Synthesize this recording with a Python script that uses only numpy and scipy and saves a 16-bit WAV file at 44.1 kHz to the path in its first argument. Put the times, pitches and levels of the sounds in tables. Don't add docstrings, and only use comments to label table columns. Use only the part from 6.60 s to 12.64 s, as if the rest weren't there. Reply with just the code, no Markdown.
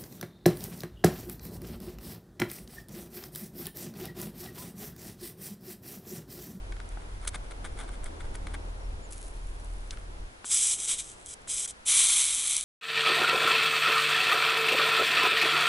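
import sys
import numpy as np
from scipy import signal
from scipy.fft import rfft, irfft
from scipy.io import wavfile

SR = 44100
rng = np.random.default_rng(int(sys.argv[2]) if len(sys.argv) > 2 else 0)


def bounce(signal):
    frames = np.transpose(np.atleast_2d(signal))
    limited = np.clip(frames, -1, 1)
    pcm = np.round(limited * 32767).astype(np.int16)
    wavfile.write(sys.argv[1], SR, pcm)


N = 266364
TIME = np.arange(N) / SR
FREQS = np.fft.rfftfreq(N, 1 / SR)

# f/Hz, relative level/dB
WIND_SPECTRUM = [(3, -21), (12, 7), (22, 4.5), (35, -14), (55, 1.5), (68, -12.5), (92, -4.5), (125, -19),
                 (170, -20), (500, -65)]
TRAFFIC_SPECTRUM = [(65, -22), (100, -9.5), (162, -12), (432, -10), (577, -13), (865, -12.5), (1660, -25.5),
                    (3460, -34.5), (5290, -36), (11000, -43), (14300, -73), (22000, -120)]
AIR_SPECTRUM = [(20, 1.5), (50, 2.5), (80, -4), (120, -8.5), (220, -9.5), (420, -8.5), (650, -8),
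                (1000, -8.5), (1600, -8.5), (2500, -13.5), (5000, -20), (8000, -23.5), (10800, -22)]
AIR_DB = -51
# f/Hz, correlation (-1 to 1)
FAR_LIKENESS = [(40, 0.97), (120, 0.89), (250, 0.47), (500, 0.068), (900, -0.4), (1800, -0.71),
                (4000, -0.23), (10000, 0.33)]
# t/s at the middle, level/dB
WIND_GUSTS = [(0.74, -39), (1.43, -37), (1.68, -39), (1.85, -39), (2.2, -42), (2.34, -38.5), (3.2, -44)]
BREEZE_DB, GUST_SIGMA_S = -45.5, 0.043
# t/s, level/dB
TRAFFIC_LEVEL = [(0, -51.5), (0.7, -52), (1.1, -48.5), (1.9, -47), (2.8, -53.5), (3.6, -53), (3.85, -62.5),
                 (4.4, -57), (6.04, -66.5)]
# t/s, level of fundamental/dB, level of octave/dB
HUM_LEVELS = [(0.05, -37.5, -44), (0.1, -36.5, -58), (0.28, -41, -48), (1.25, -43, -57), (1.4, -37, -56),
              (1.5, -46, -44.5), (1.77, -39.5, -51), (1.82, -36, -42.5), (2.32, -37, -48.5),
              (2.36, -41, -52.5), (3.28, -39, -51), (3.66, -44.5, -49)]
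HUM_HZ, HUM_SAGGED_HZ, HUM_SAG_S, HUM_SAG_LENGTH_S = 39.8, 38.45, 1.144, .2
RUMBLE_END_S = 3.69

# f/Hz, relative level/dB
METAL_COLOUR = [(200, -11), (700, -7), (1050, -6.5), (1450, 1), (1850, -8), (2200, -2.5), (2650, -18.5),
                (3450, -7.5), (4300, -16.5), (5300, -21), (6300, -18), (7300, -17), (8900, -9.5),
                (11000, -17)]
# t/s at the middle, rms level/dB, Gaussian half length/s
SCUFF_STROKES = [(0.66, -49, 0.023), (0.75, -36.5, 0.0078), (0.917, -43, 0.0061), (1.058, -41.5, 0.011),
                 (1.202, -42.5, .016), (1.24, -51, 0.011), (1.286, -50, 0.0069), (1.339, -50, 0.012),
                 (1.467, -45.5, .01), (1.609, -48.5, 0.007), (1.752, -44.5, 0.0091), (1.872, -48, 0.0033),
                 (1.946, -42, 0.0059), (3.332, -48.5, 0.01)]
GRAZE_S, GRAZE_LENGTH_S, GRAZE_DB, GRAZE_SPREAD_DB = .1, 1.85, -63, 4
# t/s, peak level/dB, lowest f/Hz, highest f/Hz, power share that rings the rotor (0 to 1)
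TAP_CONTACTS = [(0.1232, -28.5, 1000, 5000, 0.99), (0.167, -38.5, 1400, 4200, .8),
                (0.202, -31, 1000, 4570, 0.9), (0.373, -36, 300, 700, 0.2), (0.745, -26.5, 900, 3800, .8),
                (0.910, -38, 1115, 4000, .8), (0.92, -36, 1100, 5000, 0.9), (1.607, -32, 1200, 4474, 1),
                (1.870, -26, 1390, 4400, 1), (1.943, -31, 1200, 4000, 0.94), (1.950, -29, 1136, 3000, 1),
                (3.3084, -22, 3580, 4710, 0), (3.373, -35.5, 900, 3490, .7), (3.8449, -27, 220, 2390, 0.05),
                (4.875, -39.5, 600, 2200, 0.3), (5.060, -35, 1100, 3500, 0.06)]
# t/s, peak level/dB, lowest f/Hz
BUBBLE_POPS = [(0.2903, -31, 6000), (1.4428, -23, 7240), (1.757, -24.5, 6100), (2.524, -24.5, 6030),
               (3.047, -33, 5990), (4.2844, -18, 4000), (4.6612, -19.5, 5060), (4.819, -37, 5000),
               (5.626, -11, 2500), (5.653, -10, 1500), (5.682, -13, 3000), (5.748, -6, 3500),
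               (5.7946, -11, 4000), (5.8734, -9.5, 5000), (5.9667, -2, 5000), (6.01, -11.5, 2500)]
# f/Hz, width/Hz, level/dB
JOINT_HELD = [(1260, 510, -19.5), (2320, 410, -9.5), (3210, 380, -5.5), (3810, 1020, -5), (4990, 220, -3.5),
              (6030, 1040, -3.5), (7630, 1400, -1), (8220, 990, 0.5), (9280, 750, -5), (10620, 1020, -1.5)]
JOINT_MOVED = [(1244, 410, -15.5), (2305, 340, -5), (3180, 200, -4), (3730, 1080, -2), (4920, 600, -7.5),
               (6120, 950, -0.5), (7540, 890, 0.5), (8410, 850, 2.5), (9330, 1100, -2.5), (10790, 1240, 3)]
SHIFT_S = 5.2
SPIT_S, SPIT_LENGTH_S, SPIT_DB, SPIT_RISE_S, SPIT_RELEASE_S = .6715, 0.0074, -27, 0.0076, 0.0026
SPATTER_LENGTH_S, SPATTER_DB = 0.019, -36.5
# f/Hz, relative level/dB
FIZZ_SPECTRUM = [(2000, -14.5), (5000, -11), (6300, -6.5), (8000, -5), (11000, -1)]
FIZZ_S, FLARE_LENGTH_S, FLARE_DB, FLARE_SAG_DB_PER_S = 2.503, .18, -42.5, 37
SIMMER_LENGTH_S, SIMMER_DB = .9, -58
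# t/s, length/s, level/dB, start f/Hz, middle f/Hz, end f/Hz
BIRD_NOTES = [(2.204, .025, -62, 5120, 5600, 6020), (2.236, .032, -60, 5390, 5450, 5200),
              (2.418, .062, -55.5, 6560, 7150, 5800)]
# t/s, length/s, hiss level/dB, rise/s,
# sag/dB per s (negative grows), release/s, then body and coarse crackle level/dB relative to the hiss
BOIL_SURGES = [(3.842, 0.065, -38, 0.021, 0, .02, -13, -8), (3.885, 0.25, -24, 0.044, 8, .022, -12.5, -13),
               (4.16, 0.1, -35.5, 0.042, -17, .02, -11, -8), (4.262, 0.057, -25, 0.039, 17, 0.032, -9, -16),
               (4.372, .033, -33.5, .026, 0, 0.011, -9.5, -9),
               (4.40, .12, -45, 0.022, 37, 0.022, -12.5, -5), (4.53, .125, -60.5, .02, 12, .01, -9, 0.5),
               (4.652, .089, -49, 0.015, -100, 0.0032, -13, -6.5),
               (4.868, 0.19, -31, 0.039, 1, 0.0037, -12.5, -20),
               (5.074, 0.036, -40.5, .003, 41, 0.0069, -12, -2.5),
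               (5.249, 0.17, -22.5, 0.054, -17, .025, -9, -16),
               (5.42, 0.22, -23.5, 0.022, 2.5, 0.042, -8, -9),
               (5.639, .335, -28.5, .04, 4, 0.056, -8.5, -7.5)]
BURSTS_PER_S, FULL_BOIL_DB = 30000, -22
BURSTS_LAW = .25
EDGE_HZ = 11100


def amp(db):
    return 10 ** (np.asarray(db) / 20)


def unit(x):
    return x / np.sqrt(np.mean(x ** 2) + 1e-20)


def read(points, hz):
    f, value = np.transpose(points)
    return np.interp(np.log(hz + 1), np.log(f + 1), value)


def curve(rows, order=1):
    rows = np.asarray(rows)
    return np.interp(TIME, rows[:, 0], rows[:, order])


def colour(x, gain):
    log_gain = np.log(np.maximum(gain, 1e-5))
    mirrored = np.r_[log_gain, log_gain[-2:0:-1]]
    phase = -signal.hilbert(mirrored).imag[:len(gain)]
    return irfft(rfft(x) * np.exp(log_gain + 1j * phase), N)


def drift(hz):
    lowpass = 1 / (1 + (FREQS / hz) ** 4)
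    return unit(irfft(rfft(rng.standard_normal(N)) * lowpass, N))


def bursts(per_s, spread_db):
    share = np.clip(per_s / SR, 1e-4, 1)
    size = amp(spread_db * np.minimum(rng.exponential(1, N), 4))
    clicks = size * rng.standard_normal(N) * (rng.random(N) < share)
    return unit(clicks / np.sqrt(share))


def pan(x, left_db):
    return x * amp([[left_db / 2], [-left_db / 2]])


def add(mix, s, sound):
    part = mix[max(round(s * SR), 0):][:len(sound)]
    part += sound[:len(part)]


def until(end_s, fade_s=.015):
    return np.clip((end_s - TIME) / fade_s + .5, 0, 1)


def swell(start, length, rise, release, sag_db_per_s=0.):
    t = np.maximum(TIME - start, 0)
    onset = np.sin(np.pi / 2 * np.minimum(t / max(rise, 1e-4), 1)) ** 1.58
    sag = amp(-sag_db_per_s * np.minimum(t, length))
    return onset * sag * np.exp(-np.maximum(t - length, 0) / max(release, 1e-4))


def humps(rows, sigma_s):
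    return sum(amp(row[1]) * np.exp(-((TIME - row[0]) / sigma) ** 2 / 2) for row, sigma in zip(rows, sigma_s))


def click(low_hz, high_hz, t60, rattle):
    t = np.arange(4096) / SR
    push = rattle * rng.standard_normal(len(t)) * amp(-60 * t / max(t60, .001))
    push[0] = 1
    highpass = signal.butter(3, np.clip(low_hz, 100, SR / 4), "high", fs=SR, output="sos")
    lowpass = signal.butter(2, np.clip(high_hz, 500, SR / 3), fs=SR, output="sos")
    ring = signal.sosfilt(lowpass, signal.sosfilt(highpass, push))
    return ring / abs(ring).max()


def joint_gain(modes, skirt=2.73):
    power = 0
    for hz, width, db in modes:
        detune = (FREQS - hz) / (width / 2)
        power = power + amp(db) ** 2 / (1 + detune ** 2 / skirt) ** skirt
    return np.sqrt(power)


def far_noise(spectrum):
    left, other = rfft(rng.standard_normal((2, N)))
    same = np.clip(read(FAR_LIKENESS, FREQS), -1, 1)
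    right = same * left + np.sqrt(1 - same ** 2) * other
    return unit(irfft(np.array([left, right]) * amp(read(spectrum, FREQS)), N))


def outdoors(lumpy_db=2., traffic_sway_db=1.15):
    gusts = humps(WIND_GUSTS, [GUST_SIGMA_S] * len(WIND_GUSTS))
    breeze = amp(BREEZE_DB + lumpy_db * drift(6.9))
    wind = far_noise(WIND_SPECTRUM) * np.hypot(gusts, breeze) * until(RUMBLE_END_S)
    traffic = far_noise(TRAFFIC_SPECTRUM) * amp(curve(TRAFFIC_LEVEL) + traffic_sway_db * drift(11))
    air = far_noise(AIR_SPECTRUM) * amp(AIR_DB)
    return wind + pan(traffic, 0.99) + pan(air, 0.33)


def hum(first_db=-0.5, octave_db=-1.0, waver_db=2.5, jitter=0.0247, smear_rad=0.97):
    hz = HUM_SAGGED_HZ + (HUM_HZ - HUM_SAGGED_HZ) * until(HUM_SAG_S, HUM_SAG_LENGTH_S)
    phase = 2 * np.pi * np.cumsum(hz * (1 + jitter * drift(8.6))) / SR
    first_level = amp(curve(HUM_LEVELS) + first_db + waver_db * drift(9.6))
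    octave_level = amp(curve(HUM_LEVELS, order=2) + octave_db + waver_db * drift(8))
    first = first_level * np.sin(phase)
    octave = octave_level * np.sin(2 * phase + smear_rad * drift(3.6))
    return pan(np.sqrt(2) * (first + octave) * until(RUMBLE_END_S), 0.19)


def scuffs(grit_db=2.5):
    stroke = humps(SCUFF_STROKES, [row[2] for row in SCUFF_STROKES])
    graze = amp(GRAZE_DB + GRAZE_SPREAD_DB * drift(19))
    graze = graze * swell(GRAZE_S, GRAZE_LENGTH_S, rise=0.28, release=.03)
    slips = bursts(4500, 1.5) * amp(grit_db * drift(160))
    rubbed = unit(colour(slips, amp(read(METAL_COLOUR, FREQS))))
    return pan(np.hypot(stroke, graze) * rubbed, 1.6)


def taps(ring_db=7.0):
    tick, blow = np.zeros((2, N))
    for s, db, low_hz, high_hz, share in TAP_CONTACTS:
        contact = amp(db) * click(low_hz, high_hz, t60=0.021, rattle=0.12)
        share = np.clip(share, 0, 1)
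        add(tick, s, np.sqrt(1 - share) * contact)
        add(blow, s, np.sqrt(share) * contact)
    ring = colour(blow, amp(ring_db + read(METAL_COLOUR, FREQS)))
    return pan(tick + ring, 3.2)


def pops(level_db=1.0):
    out = np.zeros(N)
    for s, db, low_hz in BUBBLE_POPS:
        add(out, s, amp(db + level_db) * click(low_hz, high_hz=13100, t60=0.011, rattle=0.1))
    return pan(colour(out, joint_gain(JOINT_MOVED)), .3)


def sputter(metal_db=-2.5):
    spit_gain = joint_gain(JOINT_MOVED) + amp(metal_db + read(METAL_COLOUR, FREQS))
    spit = unit(colour(bursts(9000, 1.5), spit_gain))
    first = amp(SPIT_DB) * swell(SPIT_S, SPIT_LENGTH_S, SPIT_RISE_S, SPIT_RELEASE_S)
    spatter = amp(SPATTER_DB) * swell(SPIT_S, SPATTER_LENGTH_S, SPIT_RISE_S, SPIT_RELEASE_S)
    fizz = unit(colour(bursts(2600, 3.8), amp(read(FIZZ_SPECTRUM, FREQS))))
    flare = amp(FLARE_DB) * swell(FIZZ_S, FLARE_LENGTH_S, 0.0099, 0.027, FLARE_SAG_DB_PER_S)
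    simmer = amp(SIMMER_DB) * swell(FIZZ_S, SIMMER_LENGTH_S, rise=.012, release=.02)
    return pan(spit * np.hypot(first, spatter) + fizz * np.hypot(flare, simmer), 0.99)


def bird():
    out = np.zeros(N)
    for s, length, db, start, middle, end in BIRD_NOTES:
        u = np.linspace(0, 1, int(length * SR))
        hz = np.polyval(np.polyfit([0, .5, 1], [start, middle, end], 2), u)
        add(out, s, amp(db) * np.sin(np.pi * u) * np.sin(2 * np.pi * np.cumsum(hz) / SR))
    return pan(out, 0.)


def sizzle(flutter_db=0.68, spread_db=1.6, sway_db=.5):
    hiss, body, crackle = np.zeros((3, N)) + 1e-16
    for start, length, db, rise, sag, release, body_db, coarse_db in BOIL_SURGES:
        power = (amp(db) * swell(start, length, rise, release, sag)) ** 2
        hiss += power
        body += power * amp(body_db) ** 2
        crackle += power * amp(coarse_db) ** 2
    boil = np.clip(np.sqrt(hiss) / amp(FULL_BOIL_DB), .02, 2)
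    fine = bursts(BURSTS_PER_S * boil ** BURSTS_LAW, spread_db)
    fine = fine * amp(flutter_db * drift(64) + sway_db * drift(29))
    coarse = bursts(400, 1.0) * np.sqrt(crackle / hiss) * (hiss > 1e-12)
    spray = unit(fine + coarse)
    low_share = 1 / (1 + (FREQS / 4700) ** 12)
    out = np.zeros((2, N))
    for modes, active in ((JOINT_HELD, TIME < SHIFT_S), (JOINT_MOVED, TIME >= SHIFT_S)):
        gain = joint_gain(modes)
        high = unit(colour(spray, gain * (1 - low_share))) * np.sqrt(hiss)
        low = unit(colour(spray, gain * low_share)) * np.sqrt(body)
        out += pan(high * active, .1) + pan(low * active, 2.25)
    return out


def glance(x, glance_db=-24, delay_s=.0006):
    spectrum = rfft(x.mean(0))
    late = [irfft(spectrum * np.exp(-2j * np.pi * FREQS * delay_s * k), N) for k in (1, 2)]
    return amp(glance_db) * np.array(late)


def bench(x, wet_db=-15.5, dull_hz=2200, t60=.1):
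    t = np.arange(int(t60 * SR)) / SR
    echoes = rng.standard_normal((2, len(t))) * amp(-60 * t / t60) * (t > .001)
    echoes /= np.linalg.norm(echoes, axis=1, keepdims=True)
    echoes = signal.lfilter(*signal.butter(1, min(dull_hz, SR / 3), fs=SR), echoes)
    return amp(wet_db) * signal.oaconvolve(x.mean(0)[None], echoes, axes=1)[:, :N]


def scene():
    near = scuffs() + taps() + pops() + sputter() + sizzle()
    return outdoors() + hum() + near + glance(near) + bench(near) + bird()


def record(dry):
    lowpass = signal.firwin(701, EDGE_HZ, window=("kaiser", 8), fs=SR)
    return signal.oaconvolve(dry, lowpass[None], "same")


dry = scene()
out = record(dry)
bounce(out)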